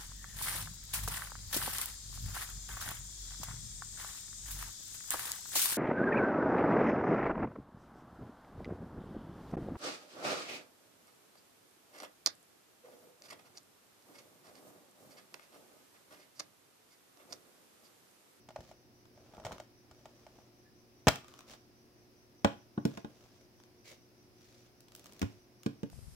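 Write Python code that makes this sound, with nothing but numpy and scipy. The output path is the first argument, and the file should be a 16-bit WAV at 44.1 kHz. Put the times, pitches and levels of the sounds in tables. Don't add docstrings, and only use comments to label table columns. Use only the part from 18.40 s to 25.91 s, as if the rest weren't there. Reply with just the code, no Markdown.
import sys
import numpy as np
from scipy import signal
from scipy.fft import rfft, irfft
from scipy.io import wavfile
from scipy.ndimage import uniform_filter1d

SR = 44100
rng = np.random.default_rng(int(sys.argv[2]) if len(sys.argv) > 2 else 0)


def wav_record(signal):
    frames = np.transpose(np.atleast_2d(signal))
    bounded = np.clip(frames, -1, 1)
    quanta = np.round(bounded * 32767).astype(np.int16)
    wavfile.write(sys.argv[1], SR, quanta)


N = 331323

BAND_EDGES = [45, 145, 450, 1400, 3500, 7500, 16000]
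# (frequency [Hz], level [dB], t60 [s])
SHELL_MODES = [(72, -8, 0.011), (114, -7, 0.055), (173, -2, .05), (255, -1, .04), (360, -11.5, .05),
               (458, 1.5, 0.022), (631, 11, 0.054), (703, 5.5, 0.053), (825, 0, 0.082), (969, -14, 0.035),
               (1134, -8, 0.062), (1425, -11, 0.1), (1864, -2, 0.038), (2094, -7.5, 0.049),
               (2240, -4.5, 0.033), (3050, -13.5, 0.04), (3130, -13.5, 0.06), (4240, -10.5, 0.036),
               (5266, -4.5, .04), (6965, -16.5, .04)]
# (start [s], end [s], murmur level [dB], hiss over murmur [dB])
HAND_STROKES = [(0.168, 0.369, -67, -1), (0.651, 1.359, -65, -8), (0.931, 1.073, -60, -28),
                (1.039, 1.186, -51, -12), (1.379, 2.25, -68.5, -5.5), (2.819, 3.074, -72, 5),
                (3.055, 3.176, -61, 3), (4.455, 4.634, -63, -1.5), (4.6, 5.118, -69, -2),
                (5.43, 5.565, -66.5, 10), (5.899, 6.351, -80.5, 12), (6.419, 7.098, -67.5, -1.5)]


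def amp(db):
    return 10 ** (np.asarray(db) / 20)


def unit(x):
    return x / np.sqrt(np.mean(x ** 2) + 1e-20)


def curve_at(points, hz):
    point_hz, value = np.transpose(points)
    return np.interp(np.log(hz + 1), np.log(point_hz + 1), value)


def colour(x, spectrum):
    size = x.shape[-1]
    return irfft(rfft(x) * amp(curve_at(spectrum, np.fft.rfftfreq(size, 1 / SR))), size)


def add(mix, start_s, sound):
    part = mix[:, max(round(start_s * SR), 0):][:, :sound.shape[1]]
    part += sound[:, :part.shape[1]]


def noise_pair(size, shared):
    common, *own = rng.standard_normal((3, size))
    return np.sqrt(shared) * common + np.sqrt(1 - shared) * np.array(own)


def panned(x, left_db):
    return x * amp([[left_db / 2], [-left_db / 2]])


def voicing(tone, strength_db, hardness, thud_db=0, thud_hz=150, left_db=0):
    centres = np.sqrt(np.multiply(BAND_EDGES[:-1], BAND_EDGES[1:]))
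    octaves = np.log2(centres / centres[2])
    tilt = hardness * np.maximum(octaves, 0)
    thud = thud_db - 3 * np.log2(centres / thud_hz) ** 2
    return strength_db + np.array(tone) + tilt + thud * (octaves < 0), left_db


def strike(levels_db, modes, attack_s, ring_db, crack_t60, rattle_db, rattle_t60, shared, phase_spread):
    t = np.arange(SR // 4) / SR
    hz, db, t60 = np.transpose(modes)[:, :, None]
    hz = hz * (1 + .02 * hz / (hz + 500) * rng.standard_normal(hz.shape))
    phase = phase_spread * np.sqrt(hz / 1000) * rng.standard_normal((2, len(modes), 1))
    ring = (amp(db - 60 * t / t60) * np.sin(2 * np.pi * hz * t + phase)).sum(axis=1)
    noise_decay = amp(-60 * t / crack_t60) + amp(rattle_db - 60 * t / rattle_t60)
    crack = noise_pair(len(t), shared) * noise_decay
    blow = (amp(ring_db) * ring + crack) * (1 - np.exp(-t / attack_s))
    out = 0
    for level_db, bottom, top in zip(levels_db, BAND_EDGES, BAND_EDGES[1:]):
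        order = 2 if bottom < 400 else 3
        band = signal.sosfilt(signal.butter(order, [bottom, top], "band", fs=SR, output="sos"), blow)
        out = out + amp(level_db) * band / band[:, :SR // 50].std()
    return out


def contacts(hits, tone, modes, **touch):
    out = np.zeros((2, N))
    for start_s, *blow in hits:
        levels_db, left_db = voicing(tone, *blow)
        add(out, start_s, panned(strike(levels_db, modes, **touch), left_db))
    return out


def room_tone(level_db=-64.5):
    # (frequency [Hz], relative density [dB])
    spectrum = [(20, 1), (50, -5), (100, -0.5), (160, -6), (240, -2.5), (340, -2.5), (430, -7),
                (800, -12.5), (1300, -18), (2600, -19.5), (3200, -23), (4400, -21.5), (7000, -43)]
    # (frequency [Hz], coherence [ratio, negatives count as 0])
    coherence = [(60, -0.28), (180, 0.89), (550, 0.7), (1650, -1.7), (4970, -0.0), (15000, -0.03)]
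    left, other = rfft(rng.standard_normal((2, N)))
    alike = np.clip(curve_at(coherence, np.fft.rfftfreq(N, 1 / SR)), 0, 1)
    right = alike * left + np.sqrt(1 - alike ** 2) * other
    return amp(level_db) * unit(colour(irfft([left, right], N), spectrum))


def microphone_hiss(level_db=-72.5):
    # (frequency [Hz], relative density [dB])
    spectrum = [(20, -34), (4300, -16.5), (4900, 2.5), (5700, -1), (6400, -6.5), (7400, -13.5), (11000, -9),
                (16000, -10.5)]
    return amp(level_db) * unit(colour(rng.standard_normal((2, N)), spectrum))


def appliance_hum(waver_rad=0.72):
    # (frequency [Hz], rms level [dB])
    partials = [(120, -73), (232, -78), (292, -79.5), (360.5, -71), (721, -85)]
    t, knots = np.arange(N) / SR, np.linspace(0, N / SR, num=40)
    hum = 0
    for hz, db in partials:
        waver = np.interp(t, knots, rng.standard_normal(len(knots)))
        hum = hum + amp(db) * np.sqrt(2) * np.sin(2 * np.pi * hz * t + waver_rad * waver)
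    return hum


def high_chirp(centre_hz=5850, half_width_hz=130, pulse_hz=4.98, peak_s=2.4, level_db=-79):
    hz, t = np.fft.rfftfreq(N, 1 / SR), np.arange(N) / SR
    detune = (hz - centre_hz) / half_width_hz
    note = irfft(rfft(rng.standard_normal((2, N))) / (1 + detune ** 2), N)
    swell = np.cos(np.pi * pulse_hz * (t - peak_s)) ** 2
    return amp(level_db) * unit(note * swell)


def finger_taps():
    # (time [s], strength [dB], hardness [dB/octave], thud [dB], thud pitch [Hz])
    taps = [(0.0873, -51, 1, 4.5, 260), (0.1046, -55.5, 0, -6, 187), (0.1597, -43, -1, -18, 171),
            (0.1884, -63.5, -1, 28, 71.4), (0.2051, -59.5, 3.5, 14, 285), (0.3124, -54.5, -1, -3, 119),
            (0.7747, -61.5, -1, -5, 109), (0.9361, -55.5, -2, 4.5, 170), (0.9798, -49, -16, 6, 150),
            (0.9981, -53, -0.5, -4, 90), (1.0493, -40.5, 1, 5, 111), (1.0568, -51.5, 3.5, 20.5, 70),
            (1.0647, -41.5, 0, -3, 130), (1.1095, -44.5, -6, 6.5, 110), (1.1242, -48.5, 2, 7, 200),
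            (1.1992, -48, 1.5, -7, 80), (1.5109, -58, 2, 12, 65.5), (1.6552, -50, 0, 0, 260),
            (1.8653, -55, 0.5, -1, 90), (1.9861, -60, -2.5, 8, 90)]
    tone = [-14, -6.5, 0.5, -12, -15, -28.5]
    held_shell = [(hz, db, t60 * 0.51) for hz, db, t60 in SHELL_MODES]
    return contacts(taps, tone, held_shell, attack_s=0.0011, ring_db=-5, crack_t60=0.021,
                    rattle_db=-14, rattle_t60=0.038, shared=0.14, phase_spread=0.16)


def hand_slides(grain_db=3.5):
    # (frequency [Hz], relative density [dB])
    murmur_spectrum = [(50, -2), (120, -3.5), (400, -5), (640, -1), (880, -11.5), (1300, -12.5),
                       (3000, -34), (9000, -55)]
    # (frequency [Hz], relative density [dB])
    hiss_spectrum = [(300, -17), (520, 7.5), (800, -26), (1300, -3), (2300, 2), (3400, 1.5), (6200, 2.5),
                     (8500, -8), (15000, -11.5)]
    out = np.zeros((2, N))
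    for start, end, murmur_db, hiss_db in HAND_STROKES:
        size = round((end - start) * SR)
        grip = amp(grain_db * unit(uniform_filter1d(rng.standard_normal(size), size=180)))
        murmur = amp(murmur_db) * unit(colour(grip * noise_pair(size, shared=0.98), murmur_spectrum))
        hiss = amp(murmur_db + hiss_db) * unit(colour(grip * noise_pair(size, shared=0.1), hiss_spectrum))
        add(out, start, (murmur + hiss) * signal.windows.tukey(size, .7))
    return out


def stroke_slips(per_stroke=2, offset_db=-1, scatter_db=3.5, hardness=-3.3):
    slips = []
    for start, end, stroke_db, _ in HAND_STROKES:
        for _ in range(per_stroke):
            time_s = start + (end - start) * rng.beta(2, 2)
            strength_db = stroke_db + offset_db + scatter_db * rng.standard_normal()
            slips.append((time_s, strength_db, hardness))
    return slips


def tray_ticks():
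    # (time [s], strength [dB], hardness [dB/octave])
    ticks = [(0.6541, -66.5, -2.5), (2.7573, -50, 0.05), (2.844, -59.5, -3), (2.8818, -62, -0.5),
             (2.9383, -59, -2), (2.9899, -58, -0.5), (3.0063, -61, -0.5), (5.2001, -65, -3),
             (5.236, -68, -.3), (6.4048, -81, 6), (6.4832, -68.5, 0.4), (6.5195, -68, 1.2),
             (6.5502, -69.5, 5.5), (6.5612, -81, 6.5), (6.5944, -73.5, 4), (6.6425, -75, 4),
             (6.6576, -62, 1.1), (6.6659, -72, 4), (6.7227, -69, 2.2), (6.733, -80, 5.5),
             (6.7935, -68.5, 4), (7.2326, -67, 3), (7.4993, -71.5, 2.5)]
    tone = [-27, -9.5, -2.5, -2.5, -2, -9]
    out = contacts(ticks + stroke_slips(), tone, SHELL_MODES, attack_s=0.00049, ring_db=-45,
                   crack_t60=0.011, rattle_db=-10, rattle_t60=0.019, shared=0.1, phase_spread=0.99)
    return panned(out, left_db=0.5)


def skin_squeaks():
    # (start [s], end [s], pitch [Hz], blur [share of pitch], level [dB])
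    squeaks = [(2.244, 2.307, 1735, 0.033, -73.5), (2.78, 3.192, 1230, 0.14, -70),
               (5.433, 5.542, 2200, .08, -63.5), (5.482, 5.549, 546, .06, -61.5)]
    out = np.zeros((2, N))
    for start, end, pitch_hz, blur, db in squeaks:
        size = round((end - start) * SR)
        detune = (np.fft.rfftfreq(size, 1 / SR) / pitch_hz - 1) / blur
        note = irfft(rfft(noise_pair(size, shared=0.72)) / (1 + detune ** 2), size)
        add(out, start, amp(db) * unit(note) * signal.windows.tukey(size, .7))
    return out


def catch_snap(free_ring_db=-56):
    # (time [s], strength [dB], hardness [dB/octave], thud [dB], thud pitch [Hz], left over right [dB])
    cracks = [(2.67, -24, -2, 6.5, 260, -1.5), (2.674, -22, -3.5, 4.5, 110, 0.3),
              (2.6813, -23.5, 0.5, -0.5, 120, -4), (2.6843, -30.5, 4.5, 4, 210, 4.5),
              (2.688, -37.5, 2, 4.5, 95, 12)]
    tone = [-5, -2.5, 0, -6.5, -11, -25]
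    # (frequency [Hz], relative level [dB], t60 [s])
    free_modes = [(1120, 5.5, 0.4), (1220, -0.5, 0.64), (1276, -12.5, 1), (1402, -8.5, 0.35),
                  (1830, 8.5, 0.3), (2160, -14, .3), (2300, -16.5, 0.28), (2980, -1.5, .25), (3160, 9, .25)]
    held_shell = [(hz, db, t60 * 0.58) for hz, db, t60 in SHELL_MODES]
    snap = contacts(cracks, tone, held_shell, attack_s=0.0006, ring_db=-11.5, crack_t60=0.012,
                    rattle_db=-29.5, rattle_t60=0.034, shared=0.33, phase_spread=0.19)
    t = np.arange(SR // 2) / SR
    release_s = cracks[2][0]
    for hz, db, t60 in free_modes:
        partial = np.sin(2 * np.pi * (hz * t + rng.random((2, 1))))
        add(snap, release_s, amp(free_ring_db + db - 60 * t / t60) * partial)
    return snap


def table_knocks(left_lead_s=0.00043, lowest_hz=75):
    # (time [s], strength [dB], hardness [dB/octave], thud [dB], thud pitch [Hz], left over right [dB])
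    landings = [(4.0453, -23, -1.5, 3, 132, -1), (4.3762, -39.5, -8.5, 8.5, 270, 1),
                (4.4514, -45.5, 4, 21.5, 192, 0.3), (4.5729, -46.5, 0.5, 2.5, 179, -1.5),
                (4.6449, -47.5, -2.5, 8, 178, -2.5), (6.8156, -40.5, 2.5, 9.5, 128, 0),
                (6.8262, -44, 0.7, 20, 99, -2), (7.2612, -45, 2.2, 16, 246, -1.5),
                (7.431, -52, 1.3, 18.5, 209, 2)]
    tone = [-5.5, 1, 1, -6.5, -11.5, -23.5]
    # (frequency [Hz], level [dB], t60 [s])
    table_modes = [(105.5, 0, 0.19), (133, 0, 0.099), (186, 4.5, 0.042), (219.7, -0.5, 0.076),
                   (288.4, -9, 0.18), (329.5, 2.5, 0.026), (458, -2.5, 0.062), (480, -25, 0.16),
                   (566, -3.5, 0.084), (678, -1.5, 0.06), (831, -4.5, 0.056), (970, -2, 0.023),
                   (1069, -15, 0.086), (1214, -20, 0.045), (1445, -9, 0.043), (1540, -13, 0.035),
                   (1664, -16, 0.06), (1920, -15.5, 0.047), (2480, -12.5, 0.045), (2940, -15, 0.038),
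                   (5460, -5.5, 0.035)]
    left, right = contacts(landings, tone, table_modes, attack_s=0.00066, ring_db=-3, crack_t60=0.018,
                           rattle_db=-6, rattle_t60=0.036, shared=0.15, phase_spread=1.0)
    knocks = np.array([left, np.roll(right, round(left_lead_s * SR))])
    return signal.sosfilt(signal.butter(2, lowest_hz, "high", fs=SR, output="sos"), knocks)


def room_reverb(send, predelay_s=0.0065, reflections_per_s=3000):
    # (frequency [Hz], t60 [s])
    decay_times = [(100, 0.35), (300, 0.27), (1000, 0.29), (3000, 0.3), (7000, 0.27), (15000, 0.23)]
    # (frequency [Hz], gain [dB])
    tail_eq = [(50, -26), (110, -16.5), (250, -11), (700, -13), (1500, -10), (3000, -7.5), (7000, -12),
               (15000, -7.5)]
    size = SR * 2 // 3
    reflections = rng.choice([-1., 1.], (2, size)) * (rng.random((2, size)) < reflections_per_s / SR)
    reflections[:, :round(predelay_s * SR)] = 0
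    hz, t, bands = signal.stft(reflections, SR, nperseg=256)
    alike = 1 / (1 + (hz[:, None] / 650) ** 2)
    bands[1] = alike * bands[0] + np.sqrt(1 - alike ** 2) * bands[1]
    decay = amp(-60 * t / curve_at(decay_times, hz)[:, None])
    _, tail = signal.istft(bands * decay, SR, nperseg=256)
    tail = colour(tail / np.linalg.norm(tail[0]), tail_eq)[:, :SR // 2]
    return signal.fftconvolve(send, tail, axes=1)[:, :N]


def scene():
    snap, knocks, taps, ticks = catch_snap(), table_knocks(), finger_taps(), tray_ticks()
    friction = hand_slides() + skin_squeaks()
    direct = snap + knocks + taps + ticks + friction
    send = amp(-3) * snap + amp(-1.5) * knocks + amp(-1) * taps + amp(1) * ticks + friction
    return direct + room_reverb(send) + room_tone() + microphone_hiss() + appliance_hum() + high_chirp()


def record(dry, bass_hz=40, top_hz=15900):
    thinned = signal.sosfilt(signal.butter(2, bass_hz, "high", fs=SR, output="sos"), dry)
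    low_pass = signal.firwin(511, top_hz, window=("kaiser", 9), fs=SR)
    return signal.oaconvolve(thinned, low_pass[None], "same", axes=1)


dry = scene()
out = record(dry)
wav_record(out)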